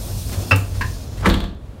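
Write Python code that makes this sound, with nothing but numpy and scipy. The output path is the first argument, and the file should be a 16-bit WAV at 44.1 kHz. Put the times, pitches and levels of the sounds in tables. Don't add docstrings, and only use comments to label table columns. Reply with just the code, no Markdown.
import sys
import numpy as np
from scipy import signal
from scipy.fft import rfft, irfft, next_fast_len
from scipy.io import wavfile
from scipy.ndimage import map_coordinates

SR = 44100
rng = np.random.default_rng(int(sys.argv[2]) if len(sys.argv) > 2 else 0)


def wav_out(sig):
    wavfile.write(sys.argv[1], SR, np.round(np.clip(np.atleast_2d(sig).T, -1, 1) * 32767).astype(np.int16))


N = 79380
T = np.arange(N) / SR


def amp(db):
    return 10 ** (np.asarray(db) / 20)


def unit(x):
    return x / np.sqrt(np.mean(x ** 2) + 1e-20)


def along(points, hz):
    f, v = np.transpose(points)
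    return np.interp(np.log(hz + 1), np.log(f + 1), v)


def curves(rows):
    times, *columns = np.transpose(rows)
    return [np.interp(T, times, column) for column in columns]


def wobble(rate):
    return map_coordinates(rng.standard_normal(400), [T * rate + 2], mode="wrap")


def filtered(x, response):
    size = next_fast_len(N + SR // 2)
    return irfft(rfft(x, size) * response(np.fft.rfftfreq(size, 1 / SR)), size)[:N]


def noise(colour):
    return unit(filtered(rng.standard_normal(N), lambda hz: amp(along(colour, hz))))


def at(s, x):
    return np.pad(x, (round(s * SR), 0))[:N]


def train():
    # t/s, level/dB
    rumble_level = [(0, -29.5), (.3, -25.5), (.6, -30.5), (.88, -24), (1.05, -33), (1.25, -23.5),
                    (1.58, -35.5), (1.8, -34)]
    # f/Hz, level/dB
    rumble_colour = [(18, -18), (30, -24), (40, 1), (58, 0.5), (80, -1.5), (120, -6.5), (160, -15.5),
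                     (400, -57), (1000, -110)]
    # t/s, level/dB
    roar_level = [(0, -38.5), (.1, -35), (.22, -41), (.4, -32), (.65, -40), (1.0, -39.5), (1.25, -37.5),
                  (1.58, -45), (1.8, -43)]
    # f/Hz, level/dB
    roar_colour = [(80, -19), (160, -2), (240, -2.5), (420, -10.5), (620, -10), (850, -18), (1300, -21.5),
                   (2200, -32.5), (4000, -39), (8000, -56), (16000, -70)]
    # t/s, level/dB
    drone_level = [(0, -41), (.12, -28.5), (.2, -32), (.39, -19), (.47, -32.5), (.75, -29), (1.03, -37),
                   (1.2, -29.5), (1.6, -55), (1.8, -60)]
    # t/s, level/dB
    hiss_level = [(1.3, -56), (1.52, -68), (1.65, -56.5), (1.8, -56.5)]
    # f/Hz, level/dB
    hiss_colour = [(1000, 2.5), (3500, 0.5), (5500, -6.5), (10000, -8.5), (15000, -15)]
    drone_hz, waver_db, drift_rad = 96.9, 3.5, 0.28
    drone_gain = np.sqrt(2) * amp(curves(drone_level)[0] + waver_db * wobble(22.1))
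    drone = drone_gain * np.sin(2 * np.pi * drone_hz * T + drift_rad * wobble(14))
    rumble = amp(curves(rumble_level)[0]) * noise(rumble_colour)
    roar = amp(curves(roar_level)[0]) * noise(roar_colour)
    hiss = amp(curves(hiss_level)[0]) * noise(hiss_colour)
    return rumble + roar + drone + hiss


def wall_reflections(x):
    delays_s = rng.uniform(.0008, .012, size=8)
    return unit(x + amp(-15) * sum(at(s, x) for s in delays_s))


def air_rush():
    # t/s, body level/dB, fizz level/dB
    rush_levels = [(0, -40.5, -38.5), (.28, -41.5, -39.5), (.42, -38.5, -39.5), (.5, -40.5, -41),
                   (.66, -48.5, -48), (.88, -43, -45), (1.05, -46.5, -50), (1.22, -51, -57)]
    # f/Hz, level/dB
    body_colour = [(900, -4), (1500, -16), (2500, -5.5), (3600, -1), (5500, 1.5), (7000, -1.5), (7800, -15),
                   (11000, -38)]
    # f/Hz, level/dB
    fizz_colour = [(4000, -37), (7000, -9), (8300, 0.5), (9600, 1), (10500, -5), (12500, -1.5), (15500, -7)]
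    # f/Hz, half-width/Hz, relative level/dB
    vent_ports = [(5360, 40, -11), (7400, 87, -13.5)]
    sealed_s, choke_db_per_s, flutter_db = 1.36, 115, 1.2
    whistles = np.zeros(N)
    for hz, width, db in vent_ports:
        band = filtered(rng.standard_normal(N), lambda f: 1 / (1 + ((f - hz) / width) ** 2))
        whistles += amp(db) * unit(band)
    body = wall_reflections(noise(body_colour)) + amp(-2.5) * whistles
    fizz = wall_reflections(noise(fizz_colour))
    body_db, fizz_db = curves(rush_levels)
    choke_db = -choke_db_per_s * np.maximum(T - sealed_s, 0)
    return amp(choke_db + flutter_db * wobble(25.6)) * (amp(body_db) * body + amp(fizz_db) * fizz)


def friction(rubs, colour, grain_db):
    swell = sum(amp(db) * np.exp(-np.maximum((s - T) / rise, (T - s) / fall))
                for s, db, rise, fall in rubs)
    return swell * unit(noise(colour) * amp(grain_db * wobble(210)))


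def track_scuffs():
    # t/s, level/dB, rise/s, fall/s
    scuffs = [(.296, -35.5, .004, .008), (.328, -29, 0.0075, 0.032), (.755, -39, 0.018, 0.05),
              (1.175, -38.5, .006, .025), (1.21, -39.5, 0.0075, .02)]
    # f/Hz, level/dB
    scuff_colour = [(120, -5), (300, 5), (550, -3.5), (900, -6), (3500, -10.5), (8000, -15), (15000, -24)]
    return friction(scuffs, scuff_colour, grain_db=1.0)


def blow(colour, attack_s, hold_s, t60, room_db):
    # f/Hz, t60/s
    room_t60 = [(100, 0.59), (400, 0.58), (1500, 0.36), (4000, 0.38), (8000, 0.34), (15000, 0.28)]
    direct = noise(colour) * amp(-60 * np.maximum(T - hold_s, 0) / t60)
    hz, t, bands = signal.stft(noise(colour), SR, nperseg=256)
    band_decay = amp(-60 * t / along(room_t60, hz)[:, None])
    tail = signal.istft(bands * band_decay, SR, nperseg=256)[1][:N]
    return (direct + amp(room_db) * tail) * (1 - np.exp(-T / attack_s))


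def ring(modes, attack_s, wander_rad):
    tones = np.zeros(N)
    for hz, db, t60 in modes:
        phase = 2 * np.pi * hz * T + wander_rad * wobble(min(hz / 6, 150))
        tones += amp(db - 60 * T / t60) * np.sin(phase)
    return tones * (1 - np.exp(-(T / attack_s) ** 2))


def clunk():
    # f/Hz, level/dB
    strike_colour = [(100, -16), (260, -1.5), (400, -5), (500, 2), (650, -6.5), (950, -4.5), (1280, -0.5),
                     (1800, -3), (2100, -10.5), (2400, 0.5), (2900, -4), (3400, -17), (5000, -16),
                     (6500, -32), (15000, -39)]
    # f/Hz, level/dB, t60/s
    metal_modes = [(1165, -21, 0.21), (1241, -17, 0.14), (1282, -15, 0.13), (1334, -16, 0.11),
                   (1630, -22.5, 0.13), (1943, -22, 0.16), (2205, -20, 0.12), (2648, -12, 0.14),
                   (2660, -11, .09), (2652, -21, 0.3), (2745, -16, 0.18), (3654, -34.5, 0.27),
                   (5320, -23, .12)]
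    # f/Hz, level/dB, t60/s
    leaf_modes = [(97.57, -5.5, 0.51), (167.8, -22, 0.49), (265.6, -14.5, 0.2), (284, -17.5, 0.23),
                  (503, -16, 0.18), (545, -22, .22), (868, -22.5, 0.24)]
    # f/Hz, level/dB
    spit_colour = [(3000, -13), (6300, -4), (7300, 5.5), (8300, -4), (9300, 2), (10500, -7), (13500, 1),
                   (15500, -6)]
    clunk_s, spit_s = .5095, .559
    strike = amp(-12.5) * blow(strike_colour, attack_s=.0018, hold_s=.01, t60=.072, room_db=-9)
    metal = ring(metal_modes, attack_s=.004, wander_rad=.55)
    boom = ring(leaf_modes, attack_s=.015, wander_rad=.12)
    spit = amp(-26) * blow(spit_colour, attack_s=.00091, hold_s=.0027, t60=.032, room_db=-8)
    return at(clunk_s, strike + metal + boom) + at(spit_s, spit)


def knock():
    # f/Hz, level/dB
    strike_colour = [(150, -1), (400, -12.5), (780, -17.5), (1000, 0), (1330, -15), (1680, 0.5),
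                     (2200, -12), (2700, -8.5), (3200, -22), (4100, -19), (5500, -21.5), (7000, -31),
                     (15000, -34)]
    # f/Hz, level/dB, t60/s
    metal_modes = [(1012, -22.5, 0.19), (1038, -22.5, .13), (1654, -18.5, 0.12), (1759, -23.5, 0.18),
                   (1810, -24, 0.21), (2690, -36, 0.19)]
    knock_s = .8088
    strike = amp(-22) * blow(strike_colour, attack_s=.00065, hold_s=.011, t60=.11, room_db=-8)
    metal = ring(metal_modes, attack_s=.004, wander_rad=.42)
    return at(knock_s, strike + metal)


def seal_squeeze():
    # t/s, level/dB, rise/s, fall/s
    squeezes = [(1.234, -30.5, 0.013, .03), (1.257, -16.5, 0.0061, .004)]
    # f/Hz, level/dB
    rubber_colour = [(300, -5.5), (700, -8.5), (1000, -1.5), (1500, -7), (2000, -16), (4000, -24),
                     (12000, -41)]
    return friction(squeezes, rubber_colour, grain_db=1.5)


def slam():
    # t/s, level/dB
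    edge_hits = [(1.2582, -7), (1.2620, -10)]
    # f/Hz, level/dB
    crack_colour = [(400, -23), (900, -8), (1350, 5), (2000, 2.5), (2600, -18), (4000, -22), (8000, -26),
                    (15000, -36)]
    # f/Hz, level/dB
    strike_colour = [(100, 2), (300, 2.5), (480, 0.5), (650, -5), (950, -4), (1350, -1.5), (2000, -9),
                     (2700, -11), (4000, -15.5), (5300, -24), (7500, -23.5), (11000, -29), (15000, -41)]
    # f/Hz, level/dB
    thud_colour = [(60, -14), (130, -8.5), (200, 5.5), (310, -0.5), (420, -9.5), (600, -14), (800, -16),
                   (2000, -44), (5000, -90)]
    # f/Hz, level/dB, t60/s
    panel_modes = [(36.3, -12, 0.63), (53.24, -6, 0.49), (87.3, -7.5, .38), (166.7, -20, 0.57),
                   (196.7, -10.5, .36), (254.5, -16.5, 0.41), (334.3, -14.5, 0.31), (492, -18.5, 0.34),
                   (688, -26, 0.41), (871, -24, .24), (1161, -25, 0.46), (1450, -29, 0.19),
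                   (1630, -24.5, 0.32), (1750, -27, 0.34)]
    slam_s, settle_s = 1.2575, 1.4
    cracks = np.zeros(N)
    for s, db in edge_hits:
        crack = blow(crack_colour, attack_s=.00037, hold_s=.0012, t60=.011, room_db=-22)
        cracks += at(s, amp(db) * crack)
    strike = amp(-15) * blow(strike_colour, attack_s=.003, hold_s=.011, t60=.066, room_db=-3)
    thud = amp(-17) * blow(thud_colour, attack_s=.005, hold_s=.03, t60=.17, room_db=.5)
    shudder = ring(panel_modes, attack_s=.036, wander_rad=.36)
    settle = amp(-13) * ring(panel_modes, attack_s=.025, wander_rad=.79)
    return cracks + at(slam_s, strike + thud + shudder) + at(settle_s, settle)


def latch_rattle():
    # t/s, clack and plate level/dB, tick level/dB
    bounces = [(1.291, -32, -24), (1.298, -17, -30), (1.3404, -20.5, -31), (1.4025, -28, -39),
               (1.439, -30.5, -41.5), (1.548, -67, -56)]
    # f/Hz, level/dB
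    clack_colour = [(700, 0.5), (1800, -5), (2600, -6), (3450, 2), (3900, -3), (4400, -3), (5100, -18),
                    (8000, -19), (15000, -36)]
    # f/Hz, level/dB
    tick_colour = [(2000, 2), (5000, -2), (8000, -5), (10500, -10), (13500, 3), (15500, -10)]
    # f/Hz, level/dB
    plate_colour = [(2400, -32), (3100, -11), (3400, 4), (3800, -5), (4300, -6), (5000, -30), (8000, -60)]
    plate_t60_s = .37
    rattle = np.zeros(N)
    for s, clack_db, tick_db in bounces:
        clack = blow(clack_colour, attack_s=.0005, hold_s=.003, t60=.035, room_db=-10)
        tick = blow(tick_colour, attack_s=.0002, hold_s=.0012, t60=.01, room_db=-17)
        plate = amp(-16.5) * noise(plate_colour) * amp(-60 * T / plate_t60_s)
        rattle += at(s, amp(clack_db) * (clack + plate) + amp(tick_db) * tick)
    return rattle


def scene():
    mix = train() + air_rush() + track_scuffs() + clunk() + knock()
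    return (mix + seal_squeeze() + slam() + latch_rattle())[None]


def record(dry):
    top_hz = 15800
    rounded = dry[0] / (1 + np.abs(dry[0]) ** 8) ** (1 / 8)
    return filtered(rounded, lambda hz: hz < top_hz)[None]


dry = scene()
out = record(dry)
wav_out(out)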